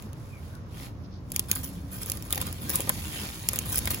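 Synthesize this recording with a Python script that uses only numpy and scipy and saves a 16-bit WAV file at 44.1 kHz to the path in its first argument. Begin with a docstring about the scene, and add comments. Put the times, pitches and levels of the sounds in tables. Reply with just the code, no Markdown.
"""A chainsaw bar, its chain still, is dragged by hand over a branch, close to a phone on a quiet street.
It opens on town rumble and a car's engine, with a few faint ticks, two far falling bird calls and a stir
of leaves. From 1.3 s the cutters rasp through bark and slack links tick against the ringing bar, which
soon bumps the wood too. Near 3 s the saw rests and a sleeve swishes past; at 3.5 s the drag resumes."""
import sys
import numpy as np
from scipy import signal
from scipy.fft import rfft, irfft, next_fast_len
from scipy.io import wavfile
from scipy.ndimage import uniform_filter1d, map_coordinates

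SR = 44100
rng = np.random.default_rng(int(sys.argv[2]) if len(sys.argv) > 2 else 0)


def wav_out(sig):
    """Save sig, one row per channel (or a flat mono array), as 16-bit PCM at SR to the path in sys.argv[1]."""
    wavfile.write(sys.argv[1], SR, np.round(np.clip(np.atleast_2d(sig).T, -1, 1) * 32767).astype(np.int16))


N = 176400
T = np.arange(N) / SR

# Links snapping against the bar. Each row: start in seconds, level in dB, offset of the ring in dB.
LINK_TICKS = [(0.0233, -38.5, -6), (0.131, -42.5, 0), (0.552, -47, 3), (1.303, -41, -8), (1.3189, -19, -17),
              (1.362, -13.5, -8), (1.3942, -13, -6.5), (1.5142, -7.5, -9), (1.553, -24, -23),
              (1.5573, -19, -27), (1.5712, -28, -18), (2.032, -26, -6), (2.0603, -25, -17),
              (2.0986, -14.5, -10), (2.1184, -16, -8.5), (2.172, -28.5, -8), (2.2242, -29.5, -10),
              (2.306, -23.5, -7), (2.326, -9.5, -8.5), (2.347, -27, -6), (2.357, -21.5, -10),
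              (2.404, -30, -8), (2.4144, -16.5, -18), (2.4684, -25.5, -16), (2.527, -26.5, -12),
              (2.695, -17.5, -24), (2.702, -18.5, -15), (2.7566, -9, -24), (2.7646, -23, -20),
              (2.805, -19.5, -6), (2.8932, -7, -16), (3.4876, -9.5, -4.5), (3.5334, -20.5, -29),
              (3.559, -17.5, -20), (3.5886, -13, -9), (3.7205, -20.5, -18), (3.7262, -21.5, -28),
              (3.758, -14.5, -30), (3.7746, -15, -30), (3.7816, -12, -25), (3.789, -15, -10.5),
              (3.8559, -17.5, -20), (3.906, -19, -20), (3.9449, -19.5, -9)]
# Cutters in bark. Each row: start in seconds, length before release in seconds, level in dB,
# offset of the wood in dB.
CUTTER_RASPS = [(1.331, 0.055, -44, -3), (1.482, 0.023, -34.5, -6.5), (1.522, 0.022, -38, 0),
                (1.554, 0.028, -35, -2.5), (1.579, 0.034, -38.5, -5), (1.629, 0.029, -28.5, -11),
                (1.67, 0.026, -40.5, -24), (1.904, 0.089, -40.5, -7.5), (2.009, 0.029, -35.5, -8),
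                (2.059, 0.042, -39, -5), (2.123, 0.045, -44, 0.5), (2.238, 0.042, -50, 2),
                (2.296, 0.031, -40, 2.5), (2.333, 0.053, -41.5, 2), (2.375, 0.008, -35, -7),
                (2.402, 0.028, -40.5, 2), (2.413, 0.011, -33.5, -6), (2.451, 0.037, -42, 6.5),
                (2.597, 0.1, -39.5, -5), (2.689, 0.035, -33, -13.5), (2.727, 0.058, -31, -4),
                (2.806, 0.028, -35.5, -9), (3.521, 0.035, -36, -2), (3.556, 0.019, -37.5, -6),
                (3.652, 0.021, -36, -5.5), (3.675, 0.052, -35.5, -5.5), (3.716, 0.04, -34, -8),
                (3.741, 0.056, -34, -3), (3.902, 0.019, -26, -5), (3.927, 0.027, -40.5, 5.5)]
# Bar and teeth bumping the branch. Each row: start in seconds, level in dB, decay in seconds,
# brightness in dB per octave.
BRANCH_KNOCKS = [(2.3317, -32, .005, 4.5), (2.377, -25.5, 0.0024, 4.5), (2.401, -40, 0.0021, 3.5),
                 (2.422, -37, .003, 8), (2.796, -36, 0.012, -10), (2.841, -43.5, 0.009, -9),
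                 (2.874, -36, .01, -4), (2.896, -30.5, 0.0064, -1), (3.531, -40, .006, -3),
                 (3.66, -43, 0.0064, -4), (3.772, -43, 0.0089, -10), (3.873, -24, 0.0041, 3),
                 (3.909, -37.5, 0.0075, 2)]
# The bar ringing against the branch. Each row: pitch in Hz, level in dB, seconds to fall by 60 dB.
BAR_RESONANCES = [(498.7, 1, 0.076), (1004, -4, 0.049), (1195, 0, 0.037), (1544, -5, 0.085),
                  (1893, -10.5, 0.044), (2118, -2.5, 0.034), (2434, -2, 0.026), (3000, -30, 0.025),
                  (3260, -3, 0.024), (4860, -20, 0.011), (6730, -4, 0.0077)]
# Arm moves. Each row: middle in seconds, half width in seconds, level in dB, offset of the hiss in dB.
SLEEVE_SWISHES = [(.02, 0.053, -60.5, 4.5), (0.279, 0.11, -63, 4), (0.479, 0.076, -59.5, 2),
                  (0.785, 0.048, -51.5, 0), (0.832, 0.039, -47, -1), (1.41, 0.073, -56, 5),
                  (1.68, 0.099, -54, 3.5), (2.08, 0.13, -51, 3), (2.45, 0.13, -47, 2),
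                  (2.761, 0.087, -41, -3), (2.98, 0.16, -43, 2.5), (3.2, 0.11, -38.5, 0.8),
                  (3.5, 0.14, -44.5, 2.5), (3.78, 0.13, -43.5, 1), (3.97, 0.15, -46, 4.5)]
# Fader moves of the handling rumble. Each row: time in seconds, level in dB.
HANDLING_LEVELS = [(0, -67), (.9, -42), (1.15, -42), (1.6, -47), (1.8, -46.5), (2.2, -44.5), (2.55, -38),
                   (2.85, -39.5), (3.1, -41), (3.4, -45.5), (3.65, -40.5), (4, -35)]
# Leaves brushing. Each row: middle in seconds, half width in seconds, level in dB.
LEAF_RUSTLES = [(1.05, 0.014, -62), (1.15, 0.03, -59)]
# A car up the street. Each row: time in seconds, firing rate in Hz, level in dB.
ENGINE_PATH = [(0, 104.1, -47.5), (.6, 92.94, -63.5), (1.15, 97.44, -46), (1.451, 86.4, -50.5),
               (1.898, 93, -43.5), (2.201, 103.6, -52.5), (2.7, 95.9, -57), (3.2, 101.5, -53),
               (4, 94.4, -57)]
# Its harmonics. 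Each row: multiple of the firing rate, relative level in dB.
ENGINE_HARMONICS = [(1, -4.5), (2, -2.5), (3, -7)]
# Far birds. Each row: start in seconds, length in seconds, first and last pitch in Hz, level in dB.
BIRD_CALLS = [(0.275, 0.15, 2590, 2114, -53.7), (.47, 0.17, 1630, 1327, -55.3)]

# Tone colours. Each row: frequency in Hz, relative level in dB.
STEEL_EQ = [(200, 6), (1500, -22.5), (4000, -10.5), (6000, -7.5), (7200, -1.5), (8500, 0.5), (9500, 3.5),
            (11200, 5.5), (13200, 4), (14000, 1), (15200, 5), (16500, -7)]  # bright chain
BAR_EQ = [(150, -30), (500, -35), (1000, -6), (1600, -15), (2500, 1), (3400, 3.5), (4100, -10), (5100, 3),
          (6000, -6), (7200, 5.5), (10000, -5)]  # clink of the struck bar
BARK_EQ = [(100, 12.5), (300, 12), (600, 1.5), (1200, 2.5), (1700, 4), (2400, -5), (3400, -1), (4200, -3),
           (5100, -7), (7000, -16), (12000, -10.5)]  # dry tearing
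BRANCH_EQ = [(60, -9.5), (200, 1.5), (450, 6), (900, 4.5), (1250, -1), (1900, 3), (2500, -5.5), (3500, -7),
             (6000, -16.5), (14000, -14)]  # woody thud
CLOTH_EQ = [(100, -15), (300, 4), (700, 0), (1100, 2), (1600, 0), (2400, 2.5), (3000, 1.5), (3500, 2),
            (4300, -1.5), (5800, -12), (9000, -13)]  # body of a swish
CLOTH_HISS_EQ = [(2000, -21), (4500, -6.5), (5800, -6.5), (7000, -3), (8500, -2), (13000, -1.5),
                 (14200, -6), (16000, -8)]  # its airy top
HANDLING_EQ = [(25, -25.5), (55, 3.5), (90, 5), (140, 0), (190, -2), (290, -6), (400, -18.5), (700, -20.5),
               (2000, -55.5)]  # close bass
LEAF_EQ = [(1500, -31), (3500, 4), (4600, 8), (6000, 2), (7500, -29), (15000, -33)]  # narrow, crisp band
TOWN_EQ = [(20, -20), (35, -17), (52, -5.5), (82, 0), (115, -1.5), (160, -8.5), (280, -17.5), (400, -19),
           (560, -21), (800, -27), (1050, -23.5), (1600, -32.5), (3000, -41), (6000, -44.5), (16000, -79)]  # distant rumble
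# Stereo image. Each row: frequency in Hz, likeness of the two channels from 0 to 1.
STEREO_LIKENESS = [(30, .86), (100, .92), (300, .82), (600, .55), (1000, .03), (5800, .06), (6800, .65),
                   (8300, .96), (16000, .96)]
# Colour of the right channel. Each row: frequency in Hz, gain against the left in dB.
RIGHT_EQ = [(120, 1), (1000, -0.5), (2500, 1), (4000, 0.5), (5200, 4.5), (7500, 0)]

TICK_DB, SLIP_DB, STEEL_DB, BARK_DB, CLOTH_DB = -1, -16, 1, 0.5, -1
TICK_SEND_DB, RASP_SEND_DB, KNOCK_SEND_DB = -14, -2.5, -9  # sends into the bar's modes
RING_SHIFT, RING_SCATTER_DB, MODE_WANDER_DB = 0.08, 3, 2.5
RASP_ATTACK_SHARE, RASP_RELEASE_SHARE = 0.3, 0.53
TOWN_DB, TOWN_SWELL_DB = -42.5, 1.5
HUM_HZ, HUM_DB, HUM_DRIFT = 83.9, -52, 0.0507
LEFT_LAG_S, LAG_ABOVE_HZ = 9 / SR, 1150


def saw():
    """Ticks, rasps and knocks set the bar ringing; the narrow bar gives little bass, the branch thuds."""
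    ticks, tick_send = links()
    rasps, rasp_send = cutters()
    knocks = branch()
    ringing = bar(tick_send + rasp_send + undb(KNOCK_SEND_DB) * knocks)
    return low_cut(ticks + rasps + ringing, hz=324) + knocks


def links(slip_s=0.00093):
    """Each link slips for an instant, then cracks against the bar; every spot rings differently."""
    ticks, rings, blows = np.zeros((3, 3, N))
    bar_hz, bar_db = np.array(BAR_EQ).T
    for at, db, ring_db in LINK_TICKS:
        slip = noise(256) * np.exp(-T[:256] / slip_s)[::-1]  # swells into the crack
        add(ticks, at - slip.shape[1] / SR, undb(db + SLIP_DB) * slip)
        add(ticks, at, undb(db) * crack(rise_s=0.00018, tail_s=0.0028, tail_db=-6))
        blow = undb(db + ring_db) * crack(rise_s=0.00045, tail_s=0.0012, tail_db=-7)
        spot_hz = bar_hz * (1 + RING_SHIFT * rng.standard_normal())
        spot_db = bar_db + RING_SCATTER_DB * rng.standard_normal(len(BAR_EQ))
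        add(rings, at, colour(blow, np.column_stack([spot_hz, spot_db])))
        add(blows, at, blow)
    direct = undb(TICK_DB) * (colour(ticks, STEEL_EQ) + rings)
    return direct, undb(TICK_SEND_DB) * low_cut(blows, hz=2700)  # stirs mainly the upper modes


def cutters():
    """Bark fibres catch and snap under the teeth in jerks; each snap sounds in both steel and wood."""
    steel_level, wood_level = np.zeros((2, N))
    stages = [0, RASP_ATTACK_SHARE, 1, 1 + RASP_RELEASE_SHARE]
    for at, length, db, wood_db in CUTTER_RASPS:
        jerk = np.interp((T - at) / length, stages, [0.0003, 0.93, 0.4, 0.0018])
        steel_level += undb(db) * jerk
        wood_level += undb(db + wood_db) * jerk
    fibres = grains(per_s=1100, spread_db=1.8, decay_s=0.0006)
    bark_snaps = grains(per_s=500, spread_db=-0.5, decay_s=0.0016)
    tearing = wood_level * np.sqrt(fibres * bark_snaps) * noise()
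    steel = undb(STEEL_DB) * colour(steel_level * fibres * noise(), STEEL_EQ)
    bark = undb(BARK_DB) * colour(tearing, BARK_EQ)
    return sliding_contact(steel + bark, depth_db=5.5), undb(RASP_SEND_DB) * tearing


def branch():
    """Dull, quickly damped knocks of living wood."""
    out = np.zeros((3, N))
    for at, db, decay, tilt_db in BRANCH_KNOCKS:
        knock = undb(db) * crack(rise_s=0.00098, tail_s=decay, tail_db=3.34)
        add(out, at, colour(knock, BRANCH_EQ, tilt_db))
    return out


def bar(drive):
    """The bar's modes ring; their strengths shift as the point of contact slides."""
    out = 0
    for hz, db, t60 in BAR_RESONANCES:
        radius = np.exp(-np.log(1000) / (t60 * SR))
        feedback = [1, -2 * radius * np.cos(2 * np.pi * hz / SR), radius ** 2]
        mode = signal.lfilter([1, 0, -1], feedback, drive)
        strength = undb(db + MODE_WANDER_DB * wander(per_s=9))
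        out += mode * strength * np.sqrt((1 - radius) / len(BAR_RESONANCES))
    return out


def sliding_contact(x, depth_db, patch_hz=259.8, patch_s=0.045):
    """Resonances of a sliding contact come and go in random patches of pitch and time."""
    spectra = signal.stft(x, nperseg=1024)[2]
    bands, frames = spectra.shape[-2:]
    pitch_axis = np.linspace(0, SR / 2, bands) / patch_hz
    time_axis = np.linspace(0, N / SR, frames) / patch_s
    grid = np.meshgrid(pitch_axis, time_axis, indexing="ij")
    gain = undb(depth_db * map_coordinates(rng.standard_normal((256, 256)), grid, mode="mirror"))
    return signal.istft(spectra * gain / np.sqrt(np.mean(gain ** 2)))[1][:, :N]


def sleeve():
    """Threads slide over each other, swelling and fading with each move of the arm."""
    body = swells([row[:3] for row in SLEEVE_SWISHES])
    body *= grains(per_s=900, spread_db=2.2, decay_s=0.001)
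    hiss = swells([(at, width, db + hiss_db) for at, width, db, hiss_db in SLEEVE_SWISHES])
    hiss *= grains(per_s=3400, spread_db=2.5, decay_s=0.002)
    cloth = colour(body * noise(), CLOTH_EQ) + colour(hiss * noise(), CLOTH_HISS_EQ)
    return undb(CLOTH_DB) * sliding_contact(cloth, depth_db=2.1)


def reflections(x, send_db=-7.5, spread_s=0.0061, top_hz=5000):
    """Adds short, soft reflections from the branch, hand and body."""
    t = T[:1024]
    echo = noise(len(t)) * t * np.exp(-2 * t / spread_s)
    echo *= undb(send_db) / np.sqrt(np.sum(echo ** 2, axis=1, keepdims=True))
    return x + signal.oaconvolve(x, high_cut(echo, top_hz), axes=1)[:, :N]


def handling(flutter_db=2.05):
    """Low fluttering rumble that grows as the arm works."""
    level_db = np.interp(T, *np.array(HANDLING_LEVELS).T) + flutter_db * wander(per_s=21.97)
    return colour(undb(level_db) * noise(), HANDLING_EQ)


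def leaves():
    """Leaves brush together in a faint dry rustle."""
    crackle = grains(per_s=900, spread_db=2.5, decay_s=0.0013)
    return colour(swells(LEAF_RUSTLES) * crackle * noise(), LEAF_EQ)


def engine(jitter=0.0392, rough_db=6.5):
    """A car's firing makes a rough, wavering hum, much the same in both channels."""
    times, hz, db = np.array(ENGINE_PATH).T
    firings = np.cumsum(np.interp(T, times, hz) * (1 + jitter * wander(per_s=40))) / SR
    hum = 0
    for multiple, harmonic_db in ENGINE_HARMONICS:
        strength = undb(harmonic_db + rough_db * wander(per_s=29.98))
        hum += strength * np.sin(2 * np.pi * multiple * firings)
    return np.outer([1, 0, 0], undb(np.interp(T, times, db)) * hum)  # shared track only


def town():
    """A gently swelling bed of town rumble with a wavering traffic hum."""
    out = colour(noise(), TOWN_EQ) * undb(TOWN_DB + TOWN_SWELL_DB * wander(per_s=4.57))
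    hum_hz = HUM_HZ * (1 + HUM_DRIFT * wander(per_s=8))
    out[0] += undb(HUM_DB) * np.sqrt(2) * tone(hum_hz)
    return out


def birds(width_hz=150):
    """Two falling calls, blurred by distance into narrow bands of noise."""
    blur = high_cut(noise(), width_hz / 2)
    calls = 0
    for at, length, first_hz, last_hz, db in BIRD_CALLS:
        progress = np.clip((T - at) / length, 0, 1)
        glide = tone(first_hz + (last_hz - first_hz) * progress)
        calls += undb(db) * np.sin(np.pi * progress) ** 2 * glide
    return calls * np.sqrt(2) * blur / blur.std()


def undb(db):
    """Decibels to gain."""
    return 10 ** (np.asarray(db) / 20)


def curve_at(table, hz):
    """A table's value along a log-frequency axis."""
    points_hz, values = np.array(table, float).T
    return np.interp(np.log(np.maximum(hz, 1)), np.log(points_hz), values)


def colour(x, table, tilt_db=0):
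    """Causal EQ that keeps the power of white noise; the tilt is per octave above 400 Hz."""
    size = next_fast_len(x.shape[-1] + 4096, real=True) // 2 * 2
    hz = np.arange(size // 2 + 1) * SR / size
    gain = undb(curve_at(table, hz) + tilt_db * np.log2(np.clip(hz, 400, SR)))
    cepstrum = irfft(np.log(gain / np.sqrt(np.mean(gain ** 2))))
    cepstrum[1:size // 2] *= 2  # minimum phase: no ringing ahead of an attack
    cepstrum[size // 2 + 1:] = 0
    return irfft(rfft(x, size) * np.exp(rfft(cepstrum)))[..., :x.shape[-1]]


def low_cut(x, hz):
    """Roll off the lows."""
    return signal.sosfilt(signal.butter(2, hz, "highpass", fs=SR, output="sos"), x)


def high_cut(x, hz):
    """Roll off the highs."""
    return signal.sosfilt(signal.butter(2, hz, fs=SR, output="sos"), x)


def tone(hz):
    """A sine that follows a pitch curve."""
    return np.sin(2 * np.pi * np.cumsum(hz) / SR)


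def noise(size=N):
    """Three noise tracks: one shared by both channels, one for the left, one for the right."""
    return rng.standard_normal((3, size))


def wander(per_s):
    """Smooth random modulation with a spread of 1."""
    hold = max(int(SR / per_s), 2)
    steps = np.repeat(rng.standard_normal(N // hold + 1), hold)
    smooth = uniform_filter1d(uniform_filter1d(steps, hold), hold)[:N]
    return smooth / smooth.std()


def crack(rise_s, tail_s, tail_db, size=2048):
    """A sharp spike of noise with a short tail."""
    t = T[:size]
    spike = t / rise_s * np.exp(1 - t / rise_s)
    envelope = spike + undb(tail_db) * (1 - np.exp(-t / rise_s)) * np.exp(-t / tail_s)
    hit = noise(size) * envelope
    return hit * np.sqrt(np.sum(envelope ** 2) / np.sum(hit ** 2, axis=-1, keepdims=True))


def grains(per_s, spread_db, decay_s):
    """Envelope of many tiny snaps of uneven size, rms 1."""
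    onsets = rng.random(N) < per_s / SR
    snaps = onsets * undb(spread_db * np.minimum(rng.exponential(size=N), 5))
    power = signal.lfilter([1], [1, -np.exp(-2 / (decay_s * SR))], snaps ** 2 + 1e-12)
    return np.sqrt(power / power.mean())


def swells(rows):
    """Bell-shaped swells, summed in power, from rows of middle, half width and level."""
    bells = (undb(db) ** 2 * np.exp(-np.minimum(((T - at) / width) ** 2, 60)) for at, width, db in rows)
    return np.sqrt(sum(bells))


def add(out, at, sound):
    """Mix a sound in at a time in seconds."""
    start = max(int(at * SR), 0)
    out[:, start:start + sound.shape[-1]] += sound[:, :max(N - start, 0)]


def scene():
    """The mix at the phone: bass centred, mids diffuse, treble reaching the right channel first."""
    close = reflections(saw() + sleeve())
    tracks = rfft(close + leaves() + handling() + engine() + town() + birds())
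    hz = np.arange(tracks.shape[-1]) * SR / N
    alike = np.clip(curve_at(STEREO_LIKENESS, hz), 0, 1)
    stereo = np.sqrt(alike) * tracks[0] + np.sqrt(1 - alike) * tracks[1:]
    stereo[1] *= undb(curve_at(RIGHT_EQ, hz))
    stereo[0] *= np.exp(-2j * np.pi * LEFT_LAG_S * np.maximum(hz - LAG_ABOVE_HZ, 0))
    return irfft(stereo, N)


def record(dry):
    """The loudest peaks are softly rounded, and the top is cut above 15.9 kHz."""
    return signal.sosfilt(signal.ellip(10, 0.2, 75, 15900, fs=SR, output="sos"), np.tanh(dry))


dry = scene()
out = record(dry)
wav_out(out)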